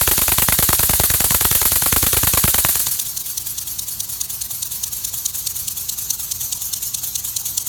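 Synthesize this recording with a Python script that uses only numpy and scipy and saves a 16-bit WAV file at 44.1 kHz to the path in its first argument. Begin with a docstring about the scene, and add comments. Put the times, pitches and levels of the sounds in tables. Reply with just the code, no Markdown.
"""On a workshop bench a model V-twin steam engine runs close to the microphone, at nearly ten turns a second.
Each turn both cylinders exhaust: enveloped noise barks, and pulses of flow, differentiated, thump.
Jet noise hisses through the valve ports in step with the crank, over a motor's hum of sines and a low rumble.
The throttle is closed: the engine drops to half speed and ticks over with soft spits, whistles and hiss."""
import sys
import numpy as np
from scipy import signal
from scipy.fft import rfft, irfft, next_fast_len
from scipy.io import wavfile
from scipy.ndimage import uniform_filter1d, map_coordinates

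SR = 44100
rng = np.random.default_rng(int(sys.argv[2]) if len(sys.argv) > 2 else 0)


def output_pcm(signal):
    """Save a mono or channel-first signal as 16-bit PCM at the path in sys.argv[1].

    Samples are clipped to [-1, 1] before scaling.
    """
    pcm = np.clip(np.atleast_2d(signal).T, -1, 1) * 32767
    wavfile.write(sys.argv[1], SR, np.round(pcm).astype(np.int16))


N = 338688
TIME = np.arange(N) / SR


def amp(db):
    """Level to gain: 20 dB is a factor of ten in amplitude."""
    return 10 ** (np.asarray(db) / 20)


def unit(x):
    """Normalization: x at rms 1."""
    return x / np.sqrt(np.mean(x ** 2) + 1e-20)


def along(points, hz):
    """Logarithmic frequency scale: (f/Hz, value) points interpolated on it."""
    f, v = np.transpose(points)
    return np.interp(np.log(hz + 1), np.log(f + 1), v)


def curve(rows):
    """Linear interpolation: (t/s, value) rows to one value per sample."""
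    return np.interp(TIME, *np.transpose(rows))


def wobble(rate):
    """Band-limited fluctuation: a smooth curve through random knots, rate of them a second."""
    knots = rng.standard_normal(int(N * rate / SR) + 4)
    return map_coordinates(knots, [TIME * rate])


def filtered(x, response):
    """Linear filtering: the spectrum of x times a complex response of frequency."""
    size = next_fast_len(N + SR // 2)
    return irfft(rfft(x, size) * response(np.fft.rfftfreq(size, 1 / SR)), size)[:N]


def coloured(x, spectrum):
    """Spectral shaping: x weighted by (f/Hz, level/dB) points, at rms 1."""
    return unit(filtered(x, lambda hz: amp(along(spectrum, hz))))


def jet(spectrum, whistle_db, sputter_db):
    """Turbulent jet noise: brief narrow whistles come and go, and the flow sputters."""
    z = signal.stft(rng.standard_normal(N), nperseg=1024)[2]
    field = uniform_filter1d(rng.standard_normal(z.shape), size=5, axis=0)  # across frequency
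    field = uniform_filter1d(field, size=3, axis=1)  # across time
    noise = signal.istft(z * amp(whistle_db * unit(field)), nperseg=1024)[1][:N]
    return coloured(noise * amp(sputter_db * wobble(1500)), spectrum)


def puff(t, rise, fall):
    """Transient envelope: a rounded burst of gain 1 at t = 0, with exponential flanks."""
    return 2 / (np.exp(np.minimum(-t / rise, 50)) + np.exp(np.minimum(t / fall, 50)))


def around(s):
    """Time window: the samples near time s, and their times from it."""
    span = slice(max(0, int(s * SR) - SR // 20), min(N, int(s * SR) + SR // 10))
    return span, TIME[span] - s


def repeated(times, shape):
    """Superposition: one envelope shape(t), laid down at each of the times."""
    level = np.zeros(N)
    for s in times:
        span, t = around(s)
        level[span] += shape(t)
    return level


# hum of a motor somewhere in the workshop: [f/Hz, rms level/dB]
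MOTOR_HUM = [(29.6, -69), (58.6, -51.5), (91.3, -52.5), (119.8, -55.5), (213.5, -66), (239.8, -66.5),
             (286.5, -67.5), (359.8, -74), (382, -66), (393, -70), (429.3, -70), (480, -79)]
# colours of the low rumble and of the faint rush of air: [f/Hz, level/dB]
RUMBLE_COLOUR = [(20, -40), (35, -14), (50, -3), (75, -0.5), (105, -2.5), (130, 0.5), (155, -7),
                 (200, -9.5), (250, -18), (320, -16.5), (380, -26), (470, -38), (700, -45), (1300, -120)]
AIR_COLOUR = [(150, -23), (450, -9.5), (1050, 0.5), (2000, -13.5), (5000, -0.5), (16000, -33)]


def workshop():
    """Frequency modulation: a motor's partials drift together, over shaped noise for rumble and air."""
    motor_time = TIME + 0.00041 * wobble(1.43)
    hum = np.zeros(N)
    for hz, db in MOTOR_HUM:
        hum += amp(db) * np.sqrt(2) * np.sin(2 * np.pi * (hz * motor_time + rng.random()))
    rumble = amp(-46.0) * coloured(rng.standard_normal(N), RUMBLE_COLOUR)
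    air = amp(-50.0) * coloured(rng.standard_normal(N), AIR_COLOUR)
    return hum + rumble + air


# crank speed: [t/s, speed/(turns per s)]
CRANK_SPEED = [(0.0, 9.7864), (1.62, 9.6971), (2.26, 9.7576), (2.7, 9.4537), (2.91, 8.2006), (3.14, 4.8683),
               (3.29, 4.8837), (4.04, 4.7162), (4.28, 4.9351), (4.42, 4.7731), (6.25, 4.7013),
               (6.35, 4.7884), (7.68, 4.734)]
FIRST_BLOW_S = .0775  # the front cylinder's first exhaust


def crank():
    """Kinematics: angle in turns is the integral of speed; the front exhausts at each whole turn."""
    turns = np.cumsum(curve(CRANK_SPEED)) / SR
    return turns - np.interp(FIRST_BLOW_S, TIME, turns)


# throttle: [t/s, opening 0-1]
THROTTLE = [(2.63, 1), (2.8, 0.78), (2.95, 0.56), (3.1, 0)]


def throttle_opening():
    """Flow control: the throttle's opening at each sample, 0 to 1."""
    return np.clip(curve(THROTTLE), 0, 1)


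# port opening from the front exhaust, under power and ticking over: [turn 0-1, level/dB]
PORTS_DRIVEN = [(0, 5), (.05, -2.5), (.115, 2.5), (.22, -2.5), (.32, -6.5), (.352, 6), (.44, 3.5),
                (.53, 2.3), (.58, 1.5), (.72, -1.5), (.93, -5)]
PORTS_IDLE = [(0, 8.5), (.06, -5), (.135, 5), (.21, 3.5), (.28, -8.5), (.385, -1), (.44, 6), (.5, 0),
              (.62, 6), (.73, -1.3), (.92, -2.5)]
# colour of the hiss under power, and ticking over from the front and the side: [f/Hz, level/dB]
JET_DRIVEN = [(400, -34), (1000, -20.5), (2200, -18.5), (4400, -7), (5100, -11.5), (6700, -6), (8300, -4.5),
              (9100, -2), (10350, -4), (11000, 1.5), (12200, -3.5), (14200, -3), (15800, -8), (17100, -5.5)]
JET_FRONT = [(450, -22), (1050, -14.5), (2000, -17), (3400, -10.5), (4500, -2.5), (4950, -7.5),
             (6200, -0.5), (8200, -3.5), (9200, 0.5), (10300, -4), (11500, -0.5), (14200, 0.5),
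             (15700, -4.5), (17100, -2)]
JET_SIDE = [(450, -22), (1050, -15.5), (2000, -20), (3300, -10.0), (4400, -5), (4950, -10), (6500, 3.5),
            (7600, -1), (10300, -5), (11800, -1), (12900, -4.5), (14000, 3.6), (15700, -8), (17100, -9)]
# narrow fixed peaks colouring the hiss under power: [f/Hz, width/Hz, boost/dB]
HISS_RINGS = [(1660, 480, 5.5), (7060, 470, 2), (9450, 110, 1), (12000, 860, 4.5), (14400, 900, 3.5)]
HISS_DRIVEN_DB, HISS_IDLE_DB = -16, -26.5  # throttle open, throttle shut
LOW_HISS_HZ, LOW_HISS_DEPTH = 7260, 0.52  # below this the hiss pulses less, as a share of the swing in dB


def port_hiss():
    """Amplitude modulation: leaking steam swells with the crank, most in the treble; throttle sets level, colour."""
    angle, throttle = crank(), throttle_opening()

    def pulsed(steam, ports):
        opening_db = np.interp(angle, *np.transpose(ports), period=1)
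        low = filtered(steam, lambda hz: 1 / (1 + (hz / LOW_HISS_HZ) ** 6))
        low_swing = unit(amp(LOW_HISS_DEPTH * opening_db))
        return low * low_swing + (steam - low) * unit(amp(opening_db))

    def rings(hz):
        return amp(sum(db / (1 + (2 * (hz - centre) / width) ** 2) for centre, width, db in HISS_RINGS))

    driven_jet = unit(filtered(jet(JET_DRIVEN, whistle_db=1.5, sputter_db=0.6), rings))
    driven = pulsed(driven_jet, PORTS_DRIVEN)
    side = np.clip(curve([(4.6, 0), (6.3, 0.89)]), 0, 1)  # the microphone drifts round the engine
    front_jet = jet(JET_FRONT, whistle_db=2.5, sputter_db=-0.1)
    side_jet = jet(JET_SIDE, whistle_db=3.5, sputter_db=0.5)
    idle = pulsed(np.sqrt(1 - side) * front_jet + np.sqrt(side) * side_jet, PORTS_IDLE)
    flow = np.sqrt(throttle) * driven + np.sqrt(1 - throttle) * idle
    level_db = HISS_IDLE_DB + (HISS_DRIVEN_DB - HISS_IDLE_DB) * throttle
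    return amp(level_db + 0.72 * wobble(60)) * flow


# how far the rear exhaust trails the front one; further once the crank coasts: [t/s, lag/turns]
REAR_LAG = [(2.6, 0.385), (2.95, .44)]


def strokes():
    """Uneven firing, as in any V-twin: exhaust times of the front and the rear cylinder."""
    def whole_turns(angle):
        return TIME[1:][np.diff(np.floor(angle)) > 0]

    angle = crank()
    return whole_turns(angle), whole_turns(angle - curve(REAR_LAG))


# how hard the cylinders work under power: [t/s, level/dB]
EFFORT = [(.08, 2), (.18, -0.5), (.3, 0.5), (.65, 2.5), (1.2, 0.2), (1.35, -1), (1.82, -2), (1.93, 3),
          (2.06, 0), (2.44, 3), (2.54, -1.5), (2.66, 0)]
POWER_OFF_S = 2.9  # strokes from here on make no bark or thump
REAR_FOLLOWS = 0.36  # share of the swings in effort that the rear cylinder follows
FRONT_STARVED_DB, REAR_STARVED_DB = -30, -55  # loss of effort, were the throttle fully shut


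def blows():
    """Throttling starves the cylinders: powered strokes as (t/s, effort/dB, is it the front)."""
    front, rear = strokes()

    def effort(s):
        return np.interp(s, *np.transpose(EFFORT))

    def shut(s):
        return 1 - np.interp(s, *np.transpose(THROTTLE))

    front_blows = [(s, effort(s) + FRONT_STARVED_DB * shut(s), True) for s in front]
    rear_blows = [(s, REAR_FOLLOWS * effort(s) + REAR_STARVED_DB * shut(s), False) for s in rear]
    return sorted(blow for blow in front_blows + rear_blows if blow[0] < POWER_OFF_S)


# colour of a bark: [f/Hz, level/dB]
BARK_COLOUR = [(25, -24), (120, 3), (300, -3), (600, -0.5), (1050, 2.5), (1500, -1), (2100, -2), (2900, -4),
               (3900, -5), (5000, -9.5), (6700, -27), (10000, -11), (16000, -25)]
FRONT_BARK_DB, REAR_BARK_DB = -14, -17.5  # at an effort of 0 dB
BARK_SCATTER_DB = .5  # from stroke to stroke


def barks():
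    """Blowdown noise: each release tears out roughly; a weaker puff follows as the piston sweeps the cylinder."""
    level, powered = np.zeros(N), blows()
    chances = rng.standard_normal((len(powered), 2))
    for (s, effort_db, is_front), (size, chance) in zip(powered, chances):
        span, t = around(s)
        if is_front:
            second = amp(-12.5 + 2.5 * chance) * puff(t - .012, 0.0023, 0.0033)
            shape = amp(FRONT_BARK_DB) * (puff(t + 0.00053, 0.001, 0.002) + second)
        else:
            second = amp(-15.0 + 1.7 * chance) * puff(t - .021, 0.0036, 0.0025)
            shape = amp(REAR_BARK_DB) * (puff(t + 0.002, .0013, 0.0046) + second)
        level[span] += amp(effort_db + BARK_SCATTER_DB * size) * shape
    return level * jet(BARK_COLOUR, whistle_db=1.0, sputter_db=3.5)


FRONT_THUMP_DB, REAR_THUMP_DB = -69, -70.3  # flow at an effort of 0 dB, before its rate of change is taken
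THUMP_GROWS = 1.5  # dB of thump per dB of effort
THUMP_SCATTER_DB = 1.7  # from stroke to stroke


def thumps(low_hz=54, damping=0.64, cut_hz=32, front_s=0.0017, rear_s=0.0026, gulp=0.09):
    """Monopole radiation: pressure follows the rate of change of flow; the microphone's bass cut makes it swing."""
    flow, powered = np.zeros(N), blows()
    chances = rng.standard_normal((len(powered), 4))

    def slug(t, width):
        return np.exp(-(t / width) ** 2 / 2)

    for (s, effort_db, is_front), (size, early, late, wide) in zip(powered, chances):
        span, t = around(s + 0.00066 * early)
        spread = amp(1.4 * wide)
        if is_front:
            second = amp(-12.5 + 2 * late) * slug(t - .008, 0.0057)
            shape = amp(FRONT_THUMP_DB) * (slug(t - .0028, front_s * spread) + second)
        else:
            shape = amp(REAR_THUMP_DB) * slug(t - .003, rear_s * spread)
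        flow[span] += amp(THUMP_GROWS * effort_db + THUMP_SCATTER_DB * size) * shape
    gulps = flow * (1 + gulp * wobble(900))  # the slug leaves unevenly

    def bass_cut(hz):
        return -hz ** 2 / (low_hz ** 2 - hz ** 2 + 1j * damping * low_hz * hz)

    def rumble_cut(hz):
        return 1j * hz / (1j * hz + cut_hz)

    return filtered(np.gradient(gulps) * SR, lambda hz: bass_cut(hz) * rumble_cut(hz))


# strength of the spits: [t/s, level/dB]
SPIT_LEVEL = [(2.55, -21), (3, -16.5), (3.18, -19), (4.45, -17.5), (5.1, -17), (6.3, -16.5), (7.6, -14.5)]
# colours of the front's spit, the rear's puff, the rear valve's tick, the front valve's squirt: [f/Hz, level/dB]
SPIT_COLOUR = [(500, -33.5), (2000, -32.5), (2900, -12), (4300, -2.5), (5000, -11.5), (6000, 2),
               (7000, 0.5), (7800, -5.5), (8600, -3), (9700, -2), (10400, -12), (11100, -9), (13500, -24),
               (17000, -8.5)]
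PUFF_COLOUR = [(200, -39), (1100, -24), (2100, -27), (3500, -4), (5000, -25), (6600, 1), (9000, -7),
               (11800, -0.5), (14000, -7), (17000, -8)]
TICK_COLOUR = [(300, -27), (800, 3), (1300, -5), (2000, -7), (5000, -14), (12000, -30)]
CRACK_COLOUR = [(1500, -28), (2800, -14), (3500, -4.5), (5000, -10), (6600, 2), (7500, -9), (12000, -28)]
SPIT_DB, PUFF_DB = 2, -6.5  # front and rear cylinder against that strength
# the rear valve's tick: level, lead on its stroke, decay
TICK_DB, TICK_LEAD_S, TICK_FALL_S = -45, 0.0066, .003
# the front valve cracks open just before its blow: level under power, lead, decay
CRACK_DB, CRACK_LEAD_S, CRACK_FALL_S = -23.5, 0.0086, 0.0035


def spits(spit_s=0.0034, lag_s=0.00027):
    """Pulsed jets: the front valve squirts and spits each turn; at tick-over the rear adds a tick and soft puff."""
    front, rear = strokes()
    idling = (1 - throttle_opening()) ** 2
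    crack = repeated(front, lambda t: puff(t + CRACK_LEAD_S, 0.0012, CRACK_FALL_S))
    spit = repeated(front, lambda t: np.exp(-((t - lag_s) / spit_s) ** 2 / 2))
    answer = repeated(rear, lambda t: puff(t + 0.0017, 0.0037, 0.01))
    tick = repeated(rear, lambda t: puff(t + TICK_LEAD_S, 0.00035, TICK_FALL_S))
    squirt = amp(CRACK_DB - 8 * idling) * crack * jet(CRACK_COLOUR, whistle_db=3.0, sputter_db=1.5)
    sharp = amp(SPIT_DB) * spit * jet(SPIT_COLOUR, whistle_db=2.7, sputter_db=1.3)
    soft = amp(PUFF_DB) * answer * jet(PUFF_COLOUR, whistle_db=2.5, sputter_db=2.0)
    valve = amp(TICK_DB) * tick * coloured(rng.standard_normal(N), TICK_COLOUR)
    return squirt + amp(curve(SPIT_LEVEL)) * (sharp + idling * soft) + idling * valve


# the rear port whistles as its piston sweeps, ticking over: [turn 0-1, f/Hz, level/dB]
WHISTLE = [(.48, 9200, -53), (.57, 10650, -31.5), (.66, 11550, -31), (.76, 12400, -34), (.98, 12480, -50)]
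WHISTLE_KNOTS_PER_S = 1300  # more knots, a wider and breathier band


def whistle():
    """Narrow-band noise on a gliding carrier: a breathy rise from the rear port each turn, throttle shut."""
    angle = crank()
    turn, pitch, level_db = np.transpose(WHISTLE)
    phase = 2 * np.pi * np.cumsum(np.interp(angle, turn, pitch, period=1)) / SR
    in_phase = wobble(WHISTLE_KNOTS_PER_S) * np.cos(phase)
    quadrature = wobble(WHISTLE_KNOTS_PER_S) * np.sin(phase)
    level = amp(np.interp(angle, turn, level_db, period=1))
    return (1 - throttle_opening()) * level * unit(in_phase + quadrature)


# the room's ring: [f/Hz, t60/s]
ROOM_RING = [(100, 0.12), (1000, 0.081), (12000, 0.38)]


def room(x):
    """Reverberation: a short diffuse tail from bench and walls, decaying exponentially in each band."""
    hz, t, z = signal.stft(rng.standard_normal(SR // 3), SR, nperseg=256)
    decay = amp(-60 * t / along(ROOM_RING, hz)[:, None])
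    tail = signal.istft(z * decay, SR, nperseg=256)[1]
    delayed = np.pad(tail / np.linalg.norm(tail), (SR // 300, 0))
    return signal.fftconvolve(x, delayed)[:N]


def scene():
    """Absorption: the engine stands on a soft towel, so little of the room is heard."""
    engine = port_hiss() + whistle() + barks() + thumps() + spits()
    return (engine + amp(-22.0) * room(engine) + workshop())[None]


TOP_HZ = 17280  # the recorder's band limit


def record(dry):
    """Saturation and band limiting: the recorder rounds off the highest peaks, then cuts the top."""
    rounded = dry[0] / (1 + np.abs(dry[0]) ** 6) ** (1 / 6)
    return filtered(rounded, lambda hz: hz < TOP_HZ)[None]


dry = scene()
out = record(dry)
output_pcm(out)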